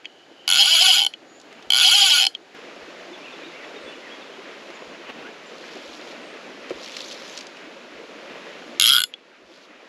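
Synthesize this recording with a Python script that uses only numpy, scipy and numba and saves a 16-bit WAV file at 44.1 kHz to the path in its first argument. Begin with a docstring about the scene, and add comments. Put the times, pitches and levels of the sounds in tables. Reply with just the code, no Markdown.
"""Two long pulls of line off a fine click-and-pawl fly reel by a forest creek pool, each tooth snapping the pawl
and ringing spool and frame. At 2.55 s a second spot begins, beside a riffle: bubbles babble, birds whistle,
line scrapes and ticks through the rod rings, then one short pull rings a coarser reel.
Cloth brushes, knocks and low bumps come in between; gain control turns loud sounds down and creeps back."""
import sys
import numpy as np
from scipy import signal
from scipy.fft import rfft, irfft, next_fast_len
from scipy.io import wavfile
from scipy.ndimage import uniform_filter1d
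from numba import njit

SR = 44100
rng = np.random.default_rng(int(sys.argv[2]) if len(sys.argv) > 2 else 0)


def write(x):
    x = np.atleast_2d(x).T
    wavfile.write(sys.argv[1], SR, np.round(np.clip(x, -1, 1) * 32767).astype(np.int16))


N = 435708
T = np.arange(N) / SR
SECOND_SPOT_S = 2.548
FINE_LOBE_TEETH, COARSE_LOBE_TEETH = 30, 38  # teeth between two swells of a ring

# Ring modes of each reel: (frequency [Hz], width [Hz], relative level [dB], swell phase [tooth], swell [dB])
FINE_MODES = [(781, 71, -13, 21.9, 4.5), (1130, 140, -26.5, 0.5, 6), (1449, 45, -9.5, 6.9, 7),
              (1820, 600, -28, 18, 5), (2237, 79, -10.5, 0.87, 2), (2630, 150, -8, 15, 3.5),
              (2974, 60, 4, 22.8, 1.5), (3224, 117, 3, 21.7, 3), (3316, 105, 1.5, 33, 2),
              (3660, 410, -11.5, 5.1, -2), (4260, 34, 0, 35, 0.5), (4490, 21, -13, 28, -6.5),
              (4730, 160, -7, 0.93, 4), (4960, 170, -9.5, 18.4, 9), (5200, 900, -19.5, 4, -3),
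              (5630, 110, -11, 19, 0.5), (5950, 460, -23, 20, -2), (6440, 300, -15.5, 8.3, 1.5),
              (6970, 180, -11.5, 6.9, 3.5), (7780, 760, -24.5, 7.4, -2.5), (9640, 300, -24.5, 4.5, 1),
              (10760, 205, -13, 2.4, 3), (12800, 1300, -31, 8, 1.5)]
COARSE_MODES = [(1402, 62, -5.5, 22, 9.2), (1600, 280, -18.5, 10, 2.5), (1270, 105, -17.5, 16, 3.4),
                (2500, 860, -14.5, 1, 4), (2080, 81, -12, -2, 3.4), (2770, 130, -8.5, -1, 6.4),
                (2907, 65, -5.5, 25.5, 3), (3300, 145, 3.5, 15, 3.45), (3387, 48, 1.5, 12, 1.7),
                (3710, 380, -6, 1, 3.4), (4250, 44, -6, 17, 3.4), (4620, 140, -12.5, 22, 3),
                (5000, 180, -8.5, 14.5, 3.95), (5230, 240, -12, 6, 4), (5630, 700, -20, 6, 3),
                (7000, 15, -10, 30.5, 1.6), (7030, 580, -14, -3.5, 3.5), (8170, 450, -20.5, 5, 1),
                (10870, 370, -8.5, 15, 0.91), (11260, 400, -9.5, 13, 1), (12940, 260, -22.5, 4, 0.81)]


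def undb(db):
    """Decibels to gain."""
    return 10 ** (np.asarray(db) / 20)


def unit(x):
    """Scale to standard deviation 1."""
    return x / np.std(x)


def band(x, hz, width_hz):
    """Fixed resonance with gain 1 at its centre."""
    hz = min(hz, .45 * SR)
    b, a = signal.iirpeak(hz, hz / min(width_hz, SR / 4), fs=SR)
    return signal.lfilter(b, a, x + 1e-18)


@njit
def moving_band(x, hz, width_hz):
    """State-variable resonance whose centre moves, with gain 1 there."""
    y, b, low = np.empty(len(x)), 0., 0.
    for i in range(len(x)):
        g, k = np.tan(np.pi * min(hz[i] / SR, .45)), width_hz / hz[i]
        k *= (np.pi * hz[i] / SR) * (1 + g * g) / g
        v = (b + g * (x[i] + 1e-18 - low)) / (1 + g * (g + k))
        b, low, y[i] = 2 * v - b, low + 2 * g * v, k * v
    return y


def colour(x, points):
    """Filter by (frequency [Hz], gain [dB]) points, joined on a log frequency axis."""
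    hz, db = np.transpose(points)
    size = next_fast_len(N)
    f = np.maximum(np.arange(size // 2 + 1) * SR / size, 1)
    gain = undb(np.interp(np.log(f), np.log(hz), db))
    return irfft(rfft(x, size) * gain, size)[:N]


def walk(knots_per_s):
    """Random wandering, linear between knots, with standard deviation 1."""
    knots = rng.standard_normal(2048)
    return unit(np.interp(T * knots_per_s, np.arange(len(knots)), knots))


def impulses(times_s, sizes):
    """Impulses, each shared between two neighbouring samples."""
    out, at = np.zeros(N), np.asarray(times_s) * SR
    np.add.at(out, at.astype(int), sizes * (1 - at % 1))
    np.add.at(out, at.astype(int) + 1, sizes * (at % 1))
    return out


def add(out, start_s, sound):
    """Mix a short sound in."""
    part = out[int(start_s * SR):][:len(sound)]
    part += sound[:len(part)]


def pawl(times_s, sizes, chatter_s, tail_db=-22, tail_s=0.023):
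    """The tip lands off a tooth with a clean snap and chatters briefly; the chatter dies away in the frame."""
    t = np.arange(SR // 12) / SR
    gate = np.exp(-(t / chatter_s) ** 4) + undb(tail_db) * np.exp(-t / tail_s)
    power = signal.oaconvolve(impulses(times_s, sizes ** 2), gate ** 2 / np.sum(gate ** 2))[:N]
    chatter = np.sqrt(np.abs(power)) * rng.standard_normal(N)
    snaps = np.roll(impulses(times_s, sizes), SR // 1500)  # lands after the chatter starts
    return snaps, chatter


def ring(snaps, chatter, modes, chatter_hz, passed, colour_db, lobe_teeth, skirt=0.34, bend=0.54):
    """Low modes feel the snap, high ones the chatter; each swells as its lobes turn past the microphone."""
    out = 0
    for k, (hz, width_hz, db, phase_tooth, swell_db) in enumerate(modes):
        rough = (hz / chatter_hz) ** 2
        # strike strength varies per tooth; pitch bends by a share of the width as the contact moves on
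        luck = np.interp(passed, np.arange(256), rng.standard_normal(256))
        drift = np.interp(passed / 4, np.arange(256), rng.standard_normal(256))
        drive = undb(colour_db * luck) * (snaps + rough * chatter) / np.hypot(1, rough)
        facing = np.cos(2 * np.pi * (passed - phase_tooth) / lobe_teeth)
        mode = moving_band(drive, hz + bend * width_hz * drift, float(width_hz))
        out = out + (-1) ** k * undb(db + swell_db * facing) * band(mode, hz, skirt * hz)
    return out


def glide(drive, passed, from_hz=2380, to_hz=2950, width_hz=170, first_tooth=11, teeth=12, glide_db=-8):
    """Every 30 teeth one ring of the fine reel fades in, slides upwards and fades out."""
    along = np.minimum((passed - first_tooth) % 30 / teeth, 1)
    centre_hz = from_hz + (to_hz - from_hz) * along
    sliding_ring = moving_band(drive * np.sin(np.pi * along), centre_hz, float(width_hz))
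    return undb(glide_db) * band(sliding_ring, (from_hz + to_hz) / 2, 1500)


def pull(row, modes, chatter_s, chatter_hz, jitter_s, scatter_db, limp_db, rod_db, colour_db, lobe_teeth,
         glides, rod_hz=150, rod_chatter=0.42, waver=0.01223, waver_knots_per_s=70.62, snap_db_per_octave=0.02):
    """The spool follows the uneven hand; the pawl snaps once a tooth, alternately harder and softer."""
    speed, start_db, stop_db, start_tooth = row
    tooth_hz = np.interp(T, *np.transpose(speed), left=0, right=0) * (1 + waver * walk(waver_knots_per_s))
    passed, turning = np.cumsum(tooth_hz) / SR, tooth_hz > 0
    start_s, stop_s = T[turning][[0, -1]]

    tooth = np.arange(round(passed[-1]) + 1)
    late, hard = rng.standard_normal((512, 2))[:len(tooth)].T
    even_teeth = tooth * passed[-1] / tooth[-1]
    times_s = np.interp(even_teeth, passed[turning], T[turning]) + jitter_s * late
    octaves = np.log2(np.interp(times_s, T[turning], tooth_hz[turning]) / 100)
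    force_db = np.interp(times_s, [start_s, stop_s], [start_db, stop_db]) + snap_db_per_octave * octaves
    sizes = undb(force_db + scatter_db * hard + limp_db * (-1) ** tooth)
    snaps, chatter = pawl(times_s, sizes, chatter_s)

    # dull purr through rod and arm
    purr = band(band(snaps + rod_chatter * chatter, rod_hz, 200), rod_hz, 200)
    out = undb(rod_db) * purr
    heard = (T > start_s - .01) & (T < stop_s + .3)
    angle = start_tooth + passed[heard]
    out[heard] += ring(snaps[heard], chatter[heard], modes, chatter_hz, angle, colour_db, lobe_teeth)
    if glides:
        out[heard] += glide(snaps[heard], angle)
    return out


def reel_pulls(fine_db=32.5, coarse_db=33.0):
    """Two pulls turn the fine reel and one the coarse reel, each with its own ring modes and pawl."""
    # Spool speed as the hand draws line, with small hesitations: (time [s], teeth passing the pawl [Hz])
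    FIRST_SPEED = [(.4772, 83), (.508, 88), (.535, 105), (.585, 185), (.625, 212), (.705, 328), (.735, 340),
                   (.77, 324), (.805, 336), (.83, 386), (.86, 377), (.885, 380), (.91, 352), (.955, 288),
                   (.985, 205), (1.003, 150), (1.03, 97), (1.0636, 48)]
    SECOND_SPEED = [(1.7025, 48), (1.72, 66), (1.76, 125), (1.79, 142), (1.84, 240), (1.865, 258),
                    (1.96, 420), (2, 405), (2.07, 390), (2.11, 305), (2.165, 275), (2.2, 195), (2.24, 97),
                    (2.2656, 50)]
    SHORT_SPEED = [(8.7973, 60), (8.815, 99), (8.845, 116), (8.87, 116), (8.9, 139), (8.945, 139),
                   (8.975, 113), (9.01, 69), (9.0369, 38)]
    # Pulls: (reel, spool speed, force at start [dB], force at stop [dB], first tooth)
    pulls = [("fine", FIRST_SPEED, 0, -0.88, 0), ("fine", SECOND_SPEED, -0.18, .7, -4.5),
             ("coarse", SHORT_SPEED, -0.3, 0.64, 0)]
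    fine_reel = dict(
        modes=FINE_MODES, chatter_s=0.0023, chatter_hz=5000, jitter_s=.00005, scatter_db=1.0, limp_db=1.0,
        rod_db=-32.5, colour_db=2, lobe_teeth=FINE_LOBE_TEETH, glides=True)
    coarse_reel = dict(
        modes=COARSE_MODES, chatter_s=0.0024, chatter_hz=5200, jitter_s=.00006, scatter_db=-0.26, limp_db=0.8,
        rod_db=-26.5, colour_db=2.5, lobe_teeth=COARSE_LOBE_TEETH, glides=False)
    fine = sum(pull(row, **fine_reel) for reel, *row in pulls if reel == "fine")
    coarse = sum(pull(row, **coarse_reel) for reel, *row in pulls if reel == "coarse")
    return undb(fine_db) * fine + undb(coarse_db) * coarse


def settling(settle_db=35.5, dull_width_hz=1700, clack_db=-3, clack_width_hz=1700, creep_db=-19,
             creep_s=0.0073, tip_db=-27, tip_hz=6700, tip_width_hz=900):
    """The spool rocks back, the pawl creeps and drops into a tooth: a dull ring and a faint tick of the tip."""
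    # Drops: (time [s], relative level [dB], brightest frequency [Hz], resting spool position [tooth])
    settles = [(0.045, -30, 2500, 4), (0.0543, -14.5, 2700, 2.5), (1.1366, -16, 2970, 2.5),
               (2.3494, -16, 3230, 18.5), (9.1379, -15.5, 3050, 18)]
    out = np.zeros(N)
    for s, db, hz, tooth in settles:
        heard = (T > s - .03) & (T < s + .3)
        snaps, chatter = (part[heard] for part in pawl([s], undb([db]), chatter_s=0.0012))
        creep = rng.standard_normal(len(snaps)) * np.exp(-np.abs(T[heard] - s) / creep_s) * (T[heard] < s)
        drive = snaps + undb(db + creep_db) * creep / np.linalg.norm(creep)
        if s < SECOND_SPOT_S:
            modes, lobe_teeth = FINE_MODES, FINE_LOBE_TEETH
        else:
            modes, lobe_teeth = COARSE_MODES, COARSE_LOBE_TEETH
        body = ring(drive, chatter, modes, chatter_hz=8000, passed=np.full(len(snaps), tooth),
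                    colour_db=4, lobe_teeth=lobe_teeth, bend=0)
        clack = band(np.roll(drive, SR // 2000), hz, clack_width_hz)  # the pawl's own
        body = body + undb(clack_db) * clack
        tip = band(band(snaps, tip_hz, tip_width_hz), tip_hz, tip_width_hz)
        out[heard] += band(band(body, hz, dull_width_hz), hz, dull_width_hz) + undb(tip_db) * tip
    return undb(settle_db) * out


def sliding(rows, attack_s=0.084, release_s=0.017):
    """Strength of a rubbing contact: each stroke swells, holds and dies away."""
    return sum(undb(db) * np.exp(np.minimum(T - s, 0) / attack_s - np.maximum(T - s - length_s, 0) / release_s)
               for s, length_s, db in rows)


def line(grain_db=2, clump_db=1.6, crackle_db=-3, rasp_db=4, rasp_hz=4700, tick_db=2, tick_s=0.0031,
         tick_width_hz=3800):
    """Line scrapes and crackles through rod rings and fingers, and ticks against the rod."""
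    # Strokes: (start [s], length [s], level [dB])
    strokes = [(5.62, 0.5, -49), (6.85, 0.3, -42), (7.23, 0.2, -43.5), (9.52, 0.13, -47.5)]
    # Spectrum of the scrape: (frequency [Hz], density [dB per Hz])
    slide_colour = [(1000, -24.5), (2200, -8.5), (3400, -1.5), (4600, -4), (7000, -10), (8500, -25),
                    (11000, -20.5), (13000, -33), (16000, -52)]
    # Ticks: (time [s], peak level before tick_db [dB], ring frequency [Hz])
    ticks = [(1.3994, -31, 5000), (1.414, -33, 5200), (1.527, -30, 2260), (1.6254, -29, 3020),
             (1.6525, -56.5, 2960), (4.703, -34.5, 2120), (6.68, -78, 2550), (6.697, -29, 2800),
             (6.705, -39, 2200), (6.8323, -34, 4010), (6.8596, -34, 4160), (6.919, -32, 3180),
             (6.9674, -19.5, 3470), (7.005, -24, 3660), (7.0165, -30, 4580), (7.114, -30, 3620),
             (7.126, -29, 4500), (7.2575, -35, 4490), (7.3753, -24.5, 4500), (7.388, -28, 4600),
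             (7.409, -27, 4200), (7.4682, -33, 4620), (7.57, -34, 2670)]
    catches = unit(impulses(rng.random(3000) * T[-2], rng.standard_normal(3000)))
    scrape = rng.standard_normal(N) * undb(grain_db * walk(130) + clump_db * walk(25))
    scrape = scrape + undb(crackle_db) * catches
    tension_hz = rasp_hz * (1 + 0.21 * walk(70))  # pitch shifts with the tension
    scrape = scrape + undb(rasp_db) * moving_band(scrape, tension_hz, 450.)
    out = unit(colour(scrape, slide_colour)) * sliding(strokes)
    t = T[:SR // 40]
    for s, db, hz in ticks:
        burst = rng.standard_normal(len(t)) * np.exp(-t / tick_s)
        tick = band(band(burst, hz, tick_width_hz), hz, tick_width_hz)
        tick = uniform_filter1d(tick, size=3)  # the coating softens the contact
        add(out, s, undb(db + tick_db) * tick / np.abs(tick).max())
    return out


def singing(hz=3000, width_hz=200):
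    """Line rubbing on the resting reel keeps one mode ringing faintly."""
    # Rubs: (start [s], length [s], level [dB])
    rubs = [(.08, 0.15, -49), (.39, 0.091, -43), (1.62, 0.065, -54)]
    return unit(band(band(rng.standard_normal(N), hz, width_hz), hz, 2 * width_hz)) * sliding(rubs)


def sleeve(crumple_db=3):
    """The sleeve brushes past as the hand reaches for line: noise in small crumples."""
    # Brushes: (start [s], length [s], level [dB])
    brushes = [(1.49, 0.17, -41.5), (5.1, 0.17, -43.5), (8.3, 0.079, -46)]
    # Spectrum of the cloth: (frequency [Hz], density [dB per Hz])
    sleeve_colour = [(40, -30), (120, -13), (270, 1), (600, -2.5), (1500, -8), (2800, -5.5), (5000, -25.5),
                     (8000, -38.5), (12000, -46)]
    cloth = rng.standard_normal(N) * undb(crumple_db * walk(70))
    return unit(colour(cloth, sleeve_colour)) * sliding(brushes)


def thuds(rows, modes, contact_s):
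    """Padded blows: decaying noise excites a few short, hollow modes."""
    out, t = np.zeros(N), T[:SR // 5]
    for s, db in rows:
        push = rng.standard_normal(len(t)) * np.exp(-t / contact_s)
        thud = sum(undb(mode_db) * band(band(push, hz, width_hz), hz, 2 * hz) for hz, width_hz, mode_db in modes)
        add(out, s, undb(db) * thud / np.abs(thud).max())
    return out


def hand_knocks():
    """Soft knocks of the hand ring the tackle."""
    # Knocks: (time [s], peak level [dB])
    knocks = [(4.82, -31), (6.706, -17), (6.713, -24)]
    # Modes of the tackle: (frequency [Hz], width [Hz], relative level [dB])
    knock_modes = [(90, 33, -18), (378, 53, 11), (483, 66, 9), (980, 140, -6.5), (2270, 330, -7.5)]
    return thuds(knocks, knock_modes, contact_s=0.0039)


def bumps(pulse_from_s=2.81, pulse_every_s=1.022, pulse_db=-57, count=4):
    """Dull, low thumps: the microphone on its strap, and a faint pulse recurring about once a second."""
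    # Further bumps, the strap's plus one late beat of the pulse at 7.94 s: (time [s], peak level [dB])
    further_bumps = [(1.66, -50), (6.74, -55), (7.94, -59), (9.42, -54)]
    pulses = [(pulse_from_s + k * pulse_every_s, pulse_db) for k in range(count)]
    return thuds(further_bumps + pulses, [(65.3, 35, 0)], contact_s=0.021)


def bubbles(count=3200, low_hz=220, high_hz=3000, cycles=9, rise=0.11, spread_db=2.5):
    """Small bubbles of all sizes, each a short ring that rises in pitch."""
    out = np.zeros(N)
    for when, size, luck in rng.random((count, 3)):
        hz = low_hz * (high_hz / low_hz) ** size
        age = np.arange(int(3 * cycles * SR / hz)) * hz / SR / cycles
        strength = undb(-spread_db * np.log(max(luck, .01))) * np.sqrt(hz)
        tone = np.sin(2 * np.pi * cycles * age * (1 + rise * age / 2))
        add(out, when * T[-1], strength * np.exp(-2 * age) * tone)
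    return unit(out)


def creek(pool_db=-40.5, bubble_db=-15, surge_db=0.34, babble_db=2, babble_hz=380, splash_db=1.4,
          splash_hz=2000, side_db=-29):
    """Rushing water and bubbles; low babble gulps, splashing swells. Returns middle and side."""
    # Spectra at the two spots: (frequency [Hz], density [dB per Hz])
    pool_colour = [(18, -54), (30, -49), (274, -11.5), (311, -9.5), (766, -12.5), (1040, -20),
                   (1570, -15.5), (4750, -24), (5140, -28), (6150, -30.5), (6990, -29.5), (7750, -40),
                   (11500, -45), (14000, -62)]
    riffle_colour = [(30, -28), (90, -41), (125, -24), (165, -11), (260, -4.5), (450, -2), (580, -1.5),
                     (800, -9), (1300, -8.5), (2600, -8.5), (4600, -17.5), (7000, -25.5), (8200, -37),
                     (11100, -37.5), (14000, -58)]
    # Riffle: (time [s], level [dB])
    riffle_level = [(2.55, -41.5), (3.3, -39.5), (4.1, -40.5), (5.2, -41), (6.2, -39.5), (7.3, -40.5),
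                    (7.9, -42.5), (8.4, -40), (9.8, -40)]
    water = (rng.standard_normal(N) + undb(bubble_db) * bubbles()) * undb(surge_db * walk(9))
    water = water + band(water, babble_hz, 300) * (undb(babble_db * walk(26)) - 1)
    water = water + band(water, splash_hz, 1200) * (undb(splash_db * walk(17)) - 1)
    pool = unit(colour(water, pool_colour)) * undb(pool_db)
    riffle = unit(colour(water, riffle_colour)) * undb(np.interp(T, *np.transpose(riffle_level)))
    banks = unit(colour(rng.standard_normal(N), riffle_colour)) * np.std(riffle) * undb(side_db)
    return np.where(T < SECOND_SPOT_S, pool, riffle), banks


def plops(plop_s=0.0095, rise=0.144):
    """Single larger bubbles burst above the rush, each a ring that rises in pitch."""
    # Plops: (time [s], starting frequency [Hz], envelope peak [dB])
    gurgles = [(3.11, 340, -36), (3.46, 320, -38), (3.955, 440, -40), (4.38, 370, -37), (5.245, 1400, -39),
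               (5.262, 1550, -42), (5.71, 440, -39), (5.85, 530, -42), (7.76, 520, -39), (7.99, 440, -39),
               (8.24, 510, -40), (8.47, 532, -36.5), (8.655, 290, -39)]
    out, t = np.zeros(N), T[:SR // 10]
    envelope = t / plop_s * np.exp(1 - t / plop_s)
    for s, hz, db in gurgles:
        tone = np.sin(2 * np.pi * hz * t * (1 + rise * t / plop_s / 10))
        add(out, s, undb(db) * envelope * tone)
    return out


def birds(waver=0.02, forest_s=0.07, wet=0.7, distance_db=-2.5):
    """Small birds: thin wavering sine notes, blurred by echoes from the trees."""
    # Notes: (time [s], length [s], start [Hz], end [Hz], level before distance_db [dB])
    notes = [(1.257, .15, 6760, 7100, -45), (3.125, .033, 3560, 3400, -37), (3.215, .05, 2250, 2900, -39.5),
             (3.25, .045, 2900, 2300, -40.5), (3.29, .04, 2600, 2640, -43), (3.318, .03, 3650, 3300, -41),
             (3.405, .05, 2450, 2360, -40.5), (3.43, .045, 3450, 4000, -42), (3.525, .04, 1950, 2300, -39),
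             (3.555, .04, 2720, 2760, -44), (3.59, .055, 2450, 1720, -38), (3.63, .03, 2550, 2780, -42.5),
             (3.635, .03, 3700, 3300, -41), (3.755, .03, 3950, 3360, -41.5), (3.86, .05, 3430, 3450, -39.5),
             (3.875, .03, 2500, 2800, -42), (3.905, .05, 3050, 2850, -43), (4.02, .045, 1950, 2250, -41),
             (4.055, .035, 2100, 1680, -39), (4.105, .045, 3250, 3350, -39.5), (4.21, .03, 3900, 3370, -43),
             (4.315, .04, 3130, 3120, -41.5), (3.78, .165, 8250, 8700, -62),
             (4.735, .046, 7400, 6400, -51.5), (5.46, .022, 7500, 7100, -54), (6.19, .16, 8240, 8500, -62)]
    out, wobble = np.zeros(N), 1 + waver * walk(100)
    for s, length_s, start_hz, end_hz, db in notes:
        n = int(length_s * SR)
        hz = np.linspace(start_hz, end_hz, n) * wobble[int(s * SR):][:n]
        add(out, s, undb(db) * np.sqrt(np.hanning(n)) * np.sin(2 * np.pi * np.cumsum(hz) / SR))
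    echoes = rng.standard_normal(SR // 2) * np.exp(-T[:SR // 2] / forest_s)
    echoed = signal.oaconvolve(out, echoes / np.linalg.norm(echoes))[:N]
    return undb(distance_db) * (out + wet * echoed)


def scene():
    """Sources sit in the middle; the two microphone ports differ mostly in the top octave."""
    # Port difference: (frequency [Hz], side relative to middle [dB])
    ports = [(60, -18), (250, -41.5), (2500, -66.5), (4500, -37), (8000, -18.5), (11000, -15.5),
             (13000, -3.5)]
    reels = reel_pulls() + settling()
    handling = line() + sleeve() + singing() + hand_knocks() + bumps()
    water, banks = creek()
    mid = reels + handling + water + plops() + birds()
    scatter = rng.standard_normal(SR // 300)
    scattered = signal.oaconvolve(mid, scatter / np.linalg.norm(scatter))[:N]
    side = banks + colour(scattered, ports)
    return np.array([mid + side, mid - side])


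def gain_control(x, held_db, top_db=-10.5, release_db_per_s=7.0):
    """Turns down within milliseconds when the sound passes the top level, and creeps back up."""
    power = uniform_filter1d(x.mean(axis=0) ** 2, SR // 200)
    over_db = np.maximum(10 * np.log10(np.abs(power) + 1e-12) - top_db, 0)
    over_db[0] = held_db  # cut at the first sample
    release_db = release_db_per_s * T[:len(power)]
    cut_db = np.maximum.accumulate(over_db + release_db) - release_db
    return x * undb(-uniform_filter1d(cut_db, SR // 500))


def record(dry, notch_hz=9000, notch_width_hz=800, ceiling=.85, top_hz=16000):
    """The cover notches the treble, gain control restarts at the second spot, peaks round, the top is cut."""
    x = dry - band(dry, notch_hz, notch_width_hz)
    split = int(SECOND_SPOT_S * SR)
    first = gain_control(x[:, :split], held_db=12.0)
    second = gain_control(x[:, split:], held_db=-15.0)
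    x = np.hstack([first, second])
    x = x / (1 + (x / ceiling) ** 6) ** (1 / 6)
    return signal.sosfilt(signal.ellip(8, .2, 70, top_hz, fs=SR, output="sos"), x)


dry = scene()
out = record(dry)
write(out)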